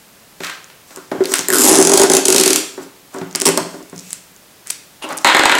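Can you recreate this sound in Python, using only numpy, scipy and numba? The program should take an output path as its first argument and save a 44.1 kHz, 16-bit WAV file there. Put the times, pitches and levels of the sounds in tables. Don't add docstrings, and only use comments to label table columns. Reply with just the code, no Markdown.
import sys
import numpy as np
from scipy import signal
from scipy.fft import rfft, irfft
from scipy.io import wavfile
from numba import njit

SR = 44100
rng = np.random.default_rng(int(sys.argv[2]) if len(sys.argv) > 2 else 0)


def field_ratio(decibels):
    return 10 ** (np.asarray(decibels, dtype=float) / 20)


def output_pcm(signal):
    pcm = np.clip(np.atleast_2d(signal).T, -1, 1) * 32767
    wavfile.write(sys.argv[1], SR, np.round(pcm).astype(np.int16))


N = 246519
TIME = np.arange(N) / SR


@njit
def svf(x, hz, width):
    y, band, low = np.empty(len(x)), 0., 0.
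    for i in range(len(x)):
        g, k = np.tan(np.pi * hz[i] / SR), width / hz[i]
        v = (band + g * (x[i] - low)) / (1 + g * (g + k))
        band, low, y[i] = 2 * v - band, low + 2 * g * v, k * v
    return y


def body(x, resonances, shift=1):
    out, power = 0, 0
    for k, (hz, width_hz, db) in enumerate(resonances):
        centre_hz = np.clip(hz * shift * np.ones(len(x)), 20, SR / 2.3)
        out = out + (-1) ** k * field_ratio(db) * svf(x + 1e-18, centre_hz, 1. * width_hz)
        power += field_ratio(db) ** 2 * np.pi * width_hz / SR
    return out / np.sqrt(power)


def crackle(count, scatter_db):
    excess = np.minimum(rng.exponential(size=count), 4)
    x = rng.standard_normal(count) * field_ratio(scatter_db * excess)
    return x / np.sqrt(np.mean(x ** 2))


def burst(hold_ms, fade_ms, scatter_db, count=512):
    t_ms = np.arange(count) / SR * 1000
    fade = np.exp(-np.maximum(t_ms - max(hold_ms, 0), 0) / fade_ms)
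    rise = 1 - np.exp(-t_ms / 0.3)
    size = np.abs(crackle(count, scatter_db)) * fade * rise
    x = size * np.sign(rng.standard_normal(count))
    for _ in range(12):
        spectrum = rfft(x)
        flat = irfft(spectrum / (np.abs(spectrum) + 1e-12))
        x = size * np.sign(flat)
    return x


def add(track, s, piece):
    i = int(s * SR)
    track[i:i + len(piece)] += piece[:N - i]


def curves(at, rows):
    s, *columns = np.transpose(rows)
    return [np.interp(at, s, c) for c in columns]


def high_pass(x, order, hz):
    return signal.sosfilt(signal.butter(order, hz, "high", fs=SR, output="sos"), x)


# (frequency [Hz], density [dB per Hz])
FLOOR_COLOUR = [(15, -54), (25, -8), (80, -5), (190, 3.5), (240, -1), (516, -2), (1300, -6), (16000, -12.5)]


def floor():
    hz = np.fft.rfftfreq(N, 1 / SR) + 1
    table_hz, table_db = np.transpose(FLOOR_COLOUR)
    colour_db = np.interp(np.log(hz), np.log(table_hz), table_db)
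    hiss = irfft(rfft(rng.standard_normal(N)) * field_ratio(colour_db), N)
    return hiss * field_ratio(-45.5) / np.sqrt(np.mean(hiss ** 2))


# (frequency [Hz], decay t60 [s], level [dB])
ROOM = [(127, 0.35, -34), (279, 0.62, 11.5), (564, 0.49, 8.5), (1010, 0.55, 6.5), (1870, 0.52, 10),
        (4000, 0.5, 10.5), (7800, 0.34, 1.5), (12000, 0.3, 1.5)]


def room(x):
    t = TIME[:SR]
    tail = 0
    table_hz, table_t60_s, table_db = np.transpose(ROOM)
    for hz in 127 * 2 ** np.arange(0, 7.1, .5):
        t60_s = np.interp(np.log(hz), np.log(table_hz), table_t60_s)
        db = np.interp(np.log(hz), np.log(table_hz), table_db) - 5.0
        decay = np.exp(-np.log(1000) * t / t60_s)
        band = body(crackle(len(t), 2.52), [(hz, 0.47 * hz, 0)]) * decay
        tail = tail + field_ratio(db) * np.sqrt(hz / t60_s / SR) * band
    early = 1 + 0.35 * np.exp(-t / 0.0032)
    arrival = np.clip((t - .001) / .002, 0, 1)
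    return signal.fftconvolve(x, tail * early * arrival * np.sqrt(20 / SR))[:N]


def swell(s, db, rise_s, fall_s):
    slope = np.where(TIME < s, (s - TIME) / max(rise_s, .002), (TIME - s) / max(fall_s, .002))
    return field_ratio(db - 30 * slope)


# (peak time [s], level [dB], rise [s], fall [s], centre [Hz])
SLIDES = [(.442, -18.5, 0.029, 0.12, 1420), (.99, -30, 0.14, 0.015, 970), (1.17, -28.5, 0.095, 0.45, 685),
          (1.33, -27, 0.08, 0.017, 1140), (2.778, -30, 0.021, 0.18, 830), (3.138, -28.5, 0.028, 0.31, 795),
          (4.125, -43.5, 0.86, 0.091, 2600), (4.664, -35, 0.014, 0.082, 1760),
          (4.706, -33.5, 0.006, 0.078, 2370), (5.024, -21.5, 0.014, 0.13, 690),
          (5.06, -32, 0.044, 0.072, 790), (5.108, -15, 0.042, 0.028, 790), (5.126, -21, 0.049, 0.028, 1200)]
# (peak time [s], level [dB], rise [s], fall [s])
STROKES = [(0.442, -21.5, 0.069, 0.2), (.89, -34.5, .05, 0.48), (.995, -47, .2, .01), (1.122, -39, .01, .2),
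           (1.33, -12, 0.13, 0.013), (1.36, -11.5, 0.033, 0.19), (5.217, -24, 0.042, 0.036),
           (2.835, -25.5, 0.066, 0.015), (3.146, -34, 0.082, 0.35), (3.75, -34.5, 0.53, 0.17),
           (3.99, -44, .1, 0.3), (4.137, -26.5, 0.36, 0.033), (4.698, -24, 0.064, 0.015),
           (4.708, -20, 0.006, 0.088), (5.128, -32, 0.16, .02)]
# (multiple of centre [ratio], width [Hz], level [dB])
SLIDE_COLOUR = [(1.01, 606, -2), (1.8, 860, -16)]
# (frequency [Hz], width [Hz], level [dB])
STROKE_COLOUR = [(5730, 1600, 9.9), (7800, 1240, 14), (11000, 16000, 2.2)]


def rubs():
    centre_hz = curves(TIME, SLIDES)[-1]
    slide_gain = sum(swell(*row[:-1]) for row in SLIDES)
    stroke_gain = sum(swell(*row) for row in STROKES)
    slides = slide_gain * body(crackle(N, 2.7), SLIDE_COLOUR, centre_hz)
    strokes = stroke_gain * body(crackle(N, 1.7), STROKE_COLOUR)
    return field_ratio(-7.5) * slides + field_ratio(-8.5) * strokes


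# (time [s], level [dB], colour [Hz], length [ms])
TICKS = [(0.4443, -11, 3830, 5), (.9607, 3, 8050, 0.47), (0.972, -6, 7800, 0.78), (1.238, -7.5, 4500, 1.7),
         (1.256, -2.5, 3730, 1.2), (1.2547, -3, 9750, 2.5), (1.315, -2, 9000, 0.87),
         (1.3479, -6, 8000, 1.7), (1.353, 1, 9000, 5.6), (1.3108, -12, 7500, 2.2), (1.2959, -4, 7550, 1.2),
         (1.3193, 7, 7460, 1.7), (1.3284, 3, 7250, 0.57), (1.3377, 15.5, 8700, 3),
         (1.3917, 13.5, 6300, 0.6), (1.408, 2, 7300, 1.6), (1.3843, 6, 8600, 2), (1.2855, -12, 7500, 1.5),
         (1.272, -12, 11000, 2), (2.822, -22, 6000, 1.2), (3.142, -10.5, 8260, 2.2),
         (3.185, -12, 6740, 1.6), (3.3273, -8, 6340, 0.58), (3.16, -16, 7300, 1.4), (3.35, 5.5, 5300, 1.4),
         (3.356, 4, 5300, 1), (3.357, 12, 8600, 2), (3.4007, 13.5, 8000, 0.76), (3.4124, 6.5, 5300, 0.75),
         (3.4176, 20, 7950, 0.85), (3.897, -16.5, 7970, 2.1), (4.106, -2, 7700, 1), (4.13, 17, 8400, 0.32),
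         (4.6657, -21, 7000, 2), (4.6711, -1.5, 8400, 1.4), (4.6787, -7, 7500, 1), (4.701, 1, 5100, 1.86),
         (4.702, -11.5, 2310, 3.2), (4.7035, 7, 9000, 3.4), (5.0891, -11, 8140, 3), (5.125, -10, 9000, 3),
         (5.1704, 0, 9050, 1.1), (5.1735, -7, 10500, 2.5), (5.1775, 7.5, 8360, 0.79),
         (5.185, 1.5, 6900, 1.2)]
# (time [s], level [dB])
CRINKLES = [(.643, -8.5), (5.105, -16), (5.131, -3), (3.311, -7), (3.827, -11), (3.9614, -6), (3.979, -4),
            (3.991, -3), (3.995, -2), (4.0075, -11), (4.0775, -11), (4.363, -11.5), (4.5203, -19)]
# (time [s], level [dB])
TAPS = [(.404, -8), (0.4342, -2), (0.4645, -11), (0.4676, -4.5), (0.4966, -3), (.699, -17.5),
        (0.9054, -19.5), (1.1152, -15.5), (1.243, -6), (5.121, -32), (5.128, -27), (1.3375, 9.5),
        (3.2133, -16), (3.3497, 0), (4.7006, -30)]
# (time [s], level [dB], length [ms])
SQUEAK = (5.022, -28.5, 28)
# (frequency [Hz], width [Hz], level [dB])
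SQUEAK_TONES = [(2800, 260, 0), (7000, 500, -17), (8600, 500, -14), (11200, 500, -15)]


def dull_tap(crack):
    return -body(crack, [(1760, 2050, 0)])


def click(crack):
    return np.linalg.norm(crack) * (np.arange(len(crack)) == 0)


def ticks():
    near, far = np.zeros(N), np.zeros(N)
    fade_ms, scatter_db = .4, 0.3
    crinkles = [(s, db, 6300, 0.35) for s, db in CRINKLES]
    for s, db, hz, ms in TICKS + crinkles:
        crack = burst(ms, fade_ms, scatter_db)
        for track, x in (near, crack), (far, click(crack)):
            snap = body(x, [(hz, 0.42 * hz, 0), (8000, 6500, -8)])
            add(track, s, field_ratio(db - 11.5) * (snap + field_ratio(-23) * dull_tap(x)))
    for s, db in TAPS:
        crack = burst(3.46, fade_ms, scatter_db)
        add(near, s, field_ratio(db - 19.5) * dull_tap(crack))
        add(far, s, field_ratio(db - 12.0) * dull_tap(click(crack)))
    s, db, ms = SQUEAK
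    squeak = field_ratio(db) * body(burst(ms, 0.6, 0.46, count=2048), SQUEAK_TONES)
    add(near, s, squeak)
    add(far, s, squeak)
    return near, far


# (time [s], body level [dB], pitch [ratio])
BOUNCES = [(5.246, 14, 1.01), (5.2539, -13, 1.04), (5.266, 5, .97), (5.274, 7.5, .96), (5.287, 8, 1.03),
           (5.297, 6, 1.08), (5.3467, 16, .94), (5.367, 6, 1.06), (5.394, 12, 1.01), (5.435, 10, .97),
           (5.455, 14, 1.03), (5.466, -9, 1.05), (5.4953, 11.5, .96), (5.517, 6, 1.02), (5.522, 11, 1.04),
           (5.5515, 9.5, .98), (5.584, 7, 1.01)]
# (time [s], level [dB])
RIM = [(5.2459, 3.5), (5.2553, -12), (5.2626, -15), (5.272, -1), (5.2871, -21), (5.345, -15), (5.3673, 1),
       (5.3837, -7), (5.3928, -3), (5.435, -4), (5.455, 3.5), (5.4625, -7), (5.4946, -17), (5.5156, -3),
       (5.521, -21), (5.536, -18), (5.551, -1.5), (5.5673, -13), (5.5843, -4)]
# (time [s], level [dB])
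ROLL = [
    (5.244, -36),
    (5.246, -2.5),
    (5.3, -5.5),
    (5.345, -12),
    (5.45, -12.5),
    (5.59, -14.5),
]
# (frequency [Hz], width [Hz], level [dB])
SPOOL = [(420, 1700, -6.5), (905, 250, 6), (1280, 610, -1), (1780, 460, 4.5), (2290, 610, -0.4),
         (3100, 1350, -1), (3940, 1220, -3.5), (5300, 1400, -14.5)]
# (frequency [Hz], width [Hz], level [dB])
SPOOL_EDGE = [(7400, 1800, 5), (9000, 400, 3), (11000, 700, 1), (12500, 4100, -14)]


def spool():
    roll_s, roll_db = np.transpose(ROLL)
    roll_gain = field_ratio(np.interp(TIME, roll_s, roll_db, left=-200, right=-200))
    blows, rim = field_ratio(-2.5) * roll_gain * crackle(N, 1.1), np.zeros(N)
    for s, db, _ in BOUNCES:
        add(blows, s, field_ratio(db - 5.5) * burst(1.3, 1.4, 0.092))
    for s, db in RIM:
        add(rim, s, field_ratio(db - 3.0) * burst(0.2, 0.73, 0.35))
    pitch = curves(TIME, BOUNCES)[-1]
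    hollow = body(body(blows, SPOOL, pitch), [(1780, 12900, 0)])
    hiss = body(blows, [(7700, 2300, 0)])
    return field_ratio(-2.0) * hollow + body(rim, SPOOL_EDGE) + field_ratio(-21.0) * hiss


def desk(s, db, modes):
    out, push = 0, np.hanning(max(int(SR / 1000), 3))
    uneven_db = 2.5 * rng.standard_normal((len(modes), len(s)))
    for (hz, mode_db, t60_s), chance_db in zip(modes, uneven_db):
        train = np.zeros(N)
        np.add.at(train, (s * SR).astype(int), field_ratio(db + mode_db + chance_db))
        pole = np.exp(2j * np.pi * hz / SR - np.log(1000) / (t60_s * SR))
        out = out + signal.lfilter([1], [1, -pole], train).imag
    return signal.lfilter(push / push.sum(), [1], out)


# (time [s], main modes [dB], lowest modes [dB], upper modes [dB])
KNOCKS = [(0.403, -24.5, -27, -27), (0.905, -62, -56, -37), (0.971, -30, -34, -30.5),
          (1.115, -18.5, -21, -11), (1.149, -21, -39, -22), (1.183, -31, -16, -33), (1.205, -6, -53, -15.5),
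          (1.316, -18, -49, -17.5), (1.39, -20.5, -19.5, -20), (2.777, -24, -43, -24.5),
          (2.799, -37, -28, -31), (3.144, -27, -27, -20), (3.162, -26, -53, -24), (3.183, -28, -56, -23),
          (3.213, -20, -13.5, -19.5), (3.349, -21.5, -27, -18), (3.414, -19, -40, -16.5),
          (3.46, -43, -14, -34), (3.478, -10.5, -15.5, -18), (3.49, -11.5, -14, -20),
          (3.574, -4.5, -40, -9), (3.609, -49, -14.5, -24.5), (3.74, -27, -36, -25.5),
          (3.803, -31, -44, -31), (3.927, -31.5, -20.5, -28), (3.958, -52, -21, -42),
          (4.067, -60, -27.5, -57), (4.702, -48, -62, -41), (5.039, -29.5, -57, -20.5),
          (5.074, -45, -48, -32), (5.104, -27, -32, -27), (5.123, -33, -27.5, -21.5)]
# (time [s], middle modes [dB], upper modes [dB])
GRIP = [(1.5, -11, -11.5), (1.6, 8.5, -13.5), (1.73, -2.5, -9), (1.85, -4.5, -11.5), (2.02, -4.5, -9),
        (2.15, -4.5, -11), (2.3, -7.7, -13), (2.55, 5, -11.5), (3.5, 4.5, -9), (5.3, 11.5, -12)]
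# (frequency [Hz], level [dB], decay t60 [s])
DESK_LOW = [(119, -16.5, 0.17), (162, -30, 0.44), (170.5, -15, 0.41), (185.3, -28, 0.6)]
# (frequency [Hz], level [dB], decay t60 [s])
DESK_MID = [(253.7, -29, 0.47), (275.6, -13.5, 0.24), (312.3, -13, 0.16)]
# (frequency [Hz], level [dB], decay t60 [s])
DESK_MAIN = [(380.6, -7, 0.12), (401.7, -13, 0.12), (398, -24.5, .06)]
# (frequency [Hz], width [Hz], level [dB])
DESK_TOP = [(607, 260, 11.5), (713, 80, 15.5), (860, 138, 6.5), (1180, 173, 7.5), (1440, 320, 4),
            (2050, 700, -8.5)]


def thumps(slip_s, slip_jolt_db):
    bounce_s, bounce_db, _ = np.transpose(BOUNCES)
    knock_s, main_db, low_db, top_db = np.transpose(KNOCKS)
    jolt_s = np.r_[slip_s, bounce_s]
    jolt_db = np.r_[slip_jolt_db, bounce_db - 34.5]
    grip_mid_db, grip_top_db = curves(jolt_s, GRIP)
    s = np.r_[knock_s, jolt_s]
    thud = np.zeros(N)
    for at, db in zip(s, np.r_[top_db - 3, jolt_db + grip_top_db]):
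        add(thud, at, field_ratio(db) * burst(2.2, 11.0, 1.0, count=2048))
    mid = desk(s, np.r_[top_db + 4.5, jolt_db + grip_mid_db], DESK_MID)
    main = desk(s, np.r_[main_db + 4, jolt_db], DESK_MAIN)
    low = desk(s, np.r_[low_db + 3, jolt_db - 15], DESK_LOW)
    return high_pass(mid + main + body(thud, DESK_TOP), 6, 222) + low


# (time [s], crack [dB], length [ms])
RUSH = [(1.4844, 0.8, 0.9), (1.5022, 1.9, 1.0), (1.5184, -8.7, 1.5), (1.5264, -0.5, 1.4),
        (1.5339, 1.1, 2.9), (1.5433, 0.7, 2.5), (1.5502, -6.7, 2.4), (1.5558, -0.7, 3.8),
        (1.5664, -1.7, 1.1), (1.5732, 0.4, 1.1), (1.583, 1.8, 3.2), (1.5924, 1.6, 0.7), (1.5998, 0.9, 1.5),
        (1.605, -1.3, 0.6), (1.6076, -1.4, 2.6), (1.6131, -0.3, 0.5), (1.6173, 0.1, 1.7),
        (1.6202, 3.2, 0.7), (1.6275, 0.1, 0.7), (1.6354, 1.9, 2.5), (1.6395, 0.5, 0.6), (1.6427, 1.6, 1.4),
        (1.647, -0.5, 0.5), (1.6504, 0.4, 2.3), (1.6544, 2.4, 1.4), (1.6631, 1.7, 1.9), (1.6744, 2.3, 2.5),
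        (1.6807, 2.6, 1.0), (1.6843, 1.3, 3.0), (1.69, 1.2, 0.5), (1.6927, 2.8, 2.7), (1.7001, 1.0, 0.6),
        (1.7122, 2.2, 1.3), (1.7186, 2.1, 1.3), (1.7252, 2.2, 1.2), (1.7288, 0.7, 1.7), (1.7373, 2.2, 0.9),
        (1.7405, 1.1, 0.6), (1.7462, 2.7, 1.3), (1.7536, 1.4, 3.5), (1.7621, 3.4, 1.2), (1.773, 1.9, 1.1)]
# (time [s], jolt [dB])
JOLT = [(1.48, -10), (1.54, -12.5), (1.6, -15), (1.66, -15), (1.7, -6.5), (1.78, -9.5)]
# (time [s], crack [dB], length [ms], jolt [dB])
SLIPS = [(1.7852, 6, 1.4, 1.3), (1.8, 1, 3.1, -5), (1.8129, 2, 2.3, -5), (1.8251, 6.5, 2, -14),
         (1.85, 10.5, 0.72, -6), (1.871, 5.5, 2.8, -2.5), (1.8939, 3, 2.9, -3), (1.9173, 5.4, 2.2, -2),
         (1.9347, 5.5, 5.2, -4), (1.9557, -5, 3.5, -11), (1.9738, 7, 4.6, -9.5), (1.9958, 6, 2.77, 0.5),
         (2.016, 7.5, 2.8, -1), (2.0333, 3.5, 3.56, 1.3), (2.0986, 10, 1.54, -0.5), (2.1158, 1.5, 4.8, -5),
         (2.1349, 9.5, 2.53, -2), (2.1494, 7, 2.4, -21), (2.1671, 9.5, 2.4, -3.5), (2.2531, 5, 5.2, -11),
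         (2.2687, -6, 3.3, -19), (2.2821, 8.5, 3.06, -3), (2.3019, 8.5, 2.07, -6), (2.3242, 7.5, 3.8, -7.5),
         (2.3447, 3.5, 2.8, -2), (2.3608, 9, 4.1, -8), (2.381, 8.5, 3.75, -7), (2.397, 4.8, 4.24, -4.5),
         (2.4102, 5.5, 3.36, -12.5), (2.4348, 9.5, 3, -20), (2.4586, 7.5, 3.95, -5.5),
         (2.4771, 10.5, 2.4, -30), (2.4939, -17, 3, -12), (2.5032, 5, 4.2, -12.5), (2.5307, 9, 2.8, -25.8),
         (2.5477, -5, 0.72, -14.5), (2.5588, 11, 2.24, -19)]
# (time [s], crack [dB], length [ms], jolt [dB])
TEAR = [
    (3.4537, 5, 5.6, -9),
    (3.4655, 12, 1.3, -14),
    (3.4715, 4.5, 1.77, -10.5),
    (3.4769, 4.5, 1.53, -16),
    (3.4879, 11, 0.51, -8),
    (3.5741, 6.5, 1.6, -6),
]


def slips():
    rush = [(s, db + 0.5, ms, np.interp(s, *np.transpose(JOLT))) for s, db, ms in RUSH]
    s, crack_db, ms, jolt_db = np.transpose(rush + list(SLIPS) + list(TEAR))
    scatter_db = 2 * rng.standard_normal(len(s)) * (s <= RUSH[-1][0])
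    return s, crack_db, ms, jolt_db + scatter_db


# (time [s], ring pitch [ratio], drum pitch [Hz])
TAPE_PITCH = [(1.48, 1.27, 2000), (1.55, 1.23, 1500), (1.62, 1.16, 1000), (1.68, 1.11, 850),
              (1.77, .99, 850), (2.0, 1.03, 800), (2.6, .95, 950), (3.4, .86, 1050)]
# (time [s], drum [dB], share sent to the walls [dB], ring of the free tape [dB])
TAPE_SPAN = [
    (1.48, 10.5, -4, 5.5),
    (1.55, 4, -1, -4.5),
    (1.62, -3, 2.5, -0.5),
    (1.7, 5.5, 0, -1.5),
    (1.8, -6.5, -0.5, -3),
    (2.001, 5.5, -1.5, -8),
    (2.2, -4.5, -3.5, -7.5),
    (2.56, -24, -1.4, -22),
    (3.401, -1, -2.5, -9),
]
# (frequency [Hz], width [Hz], level [dB])
TAPE_RING = [(6300, 1300, 0), (10300, 1500, 0)]
# (frequency [Hz], width [Hz], level [dB])
TAPE_WIDE = [(3280, 5400, -2), (4550, 500, -16), (7300, 8100, 7.5), (11000, 9200, 5)]
# (frequency [Hz], width [Hz], level [dB])
BLADE = [(3360, 4700, -3), (5630, 460, 12), (7700, 1300, 6), (10100, 1600, 3.5), (13600, 4200, -6)]
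# (frequency [Hz], width [Hz], level [dB])
TAPE_FAR = [(2570, 6800, -5), (4630, 690, 4), (7800, 3200, 3.5), (12000, 9400, -3)]


def tape(slip_s, crack_db, slip_ms):
    cracks = np.zeros(N)
    for s, db, ms in zip(slip_s, crack_db, slip_ms):
        add(cracks, s, field_ratio(db - 9.0) * burst(ms, 0.74, 1.0))
    shift, drum_hz = curves(TIME, TAPE_PITCH)
    drum_db, far_db, ring_db = curves(TIME, TAPE_SPAN)
    drum = field_ratio(drum_db - 12) * body(cracks, [(0.95, 170, 0)], drum_hz)
    ring = field_ratio(ring_db) * body(cracks, TAPE_RING, shift) + drum
    torn = TIME >= TEAR[0][0] - .01
    near = ring + body(cracks * ~torn, TAPE_WIDE) + body(cracks * torn, BLADE)
    far = field_ratio(far_db) * (ring + field_ratio(0.97) * body(cracks, TAPE_FAR))
    return near, far


def scene():
    slip_s, crack_db, slip_ms, jolt_db = slips()
    snaps, snaps_far = ticks()
    small = rubs() + spool()
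    arrest_s = slip_s + 0.76 * slip_ms / 1000
    wood = thumps(arrest_s, jolt_db)
    peel, peel_far = tape(slip_s, crack_db, slip_ms)
    far = field_ratio(-5.5) * (peel_far + field_ratio(-6) * snaps_far + small) + field_ratio(-10.5) * wood
    near = peel + snaps + small + wood + room(far)
    return (high_pass(near, 4, 150) + floor())[None]


def band_limit(x):
    return signal.sosfilt(signal.butter(12, 16000, fs=SR, output="sos"), x)


def record(dry):
    ceiling, knee = .97, 8
    dry = signal.sosfilt(signal.ellip(8, .2, 50, 15800, fs=SR, output="sos"), dry)
    mix = dry / (1 + np.abs(dry / ceiling) ** knee) ** (1 / knee)
    return band_limit(mix)


dry = scene()
out = record(dry)
output_pcm(out)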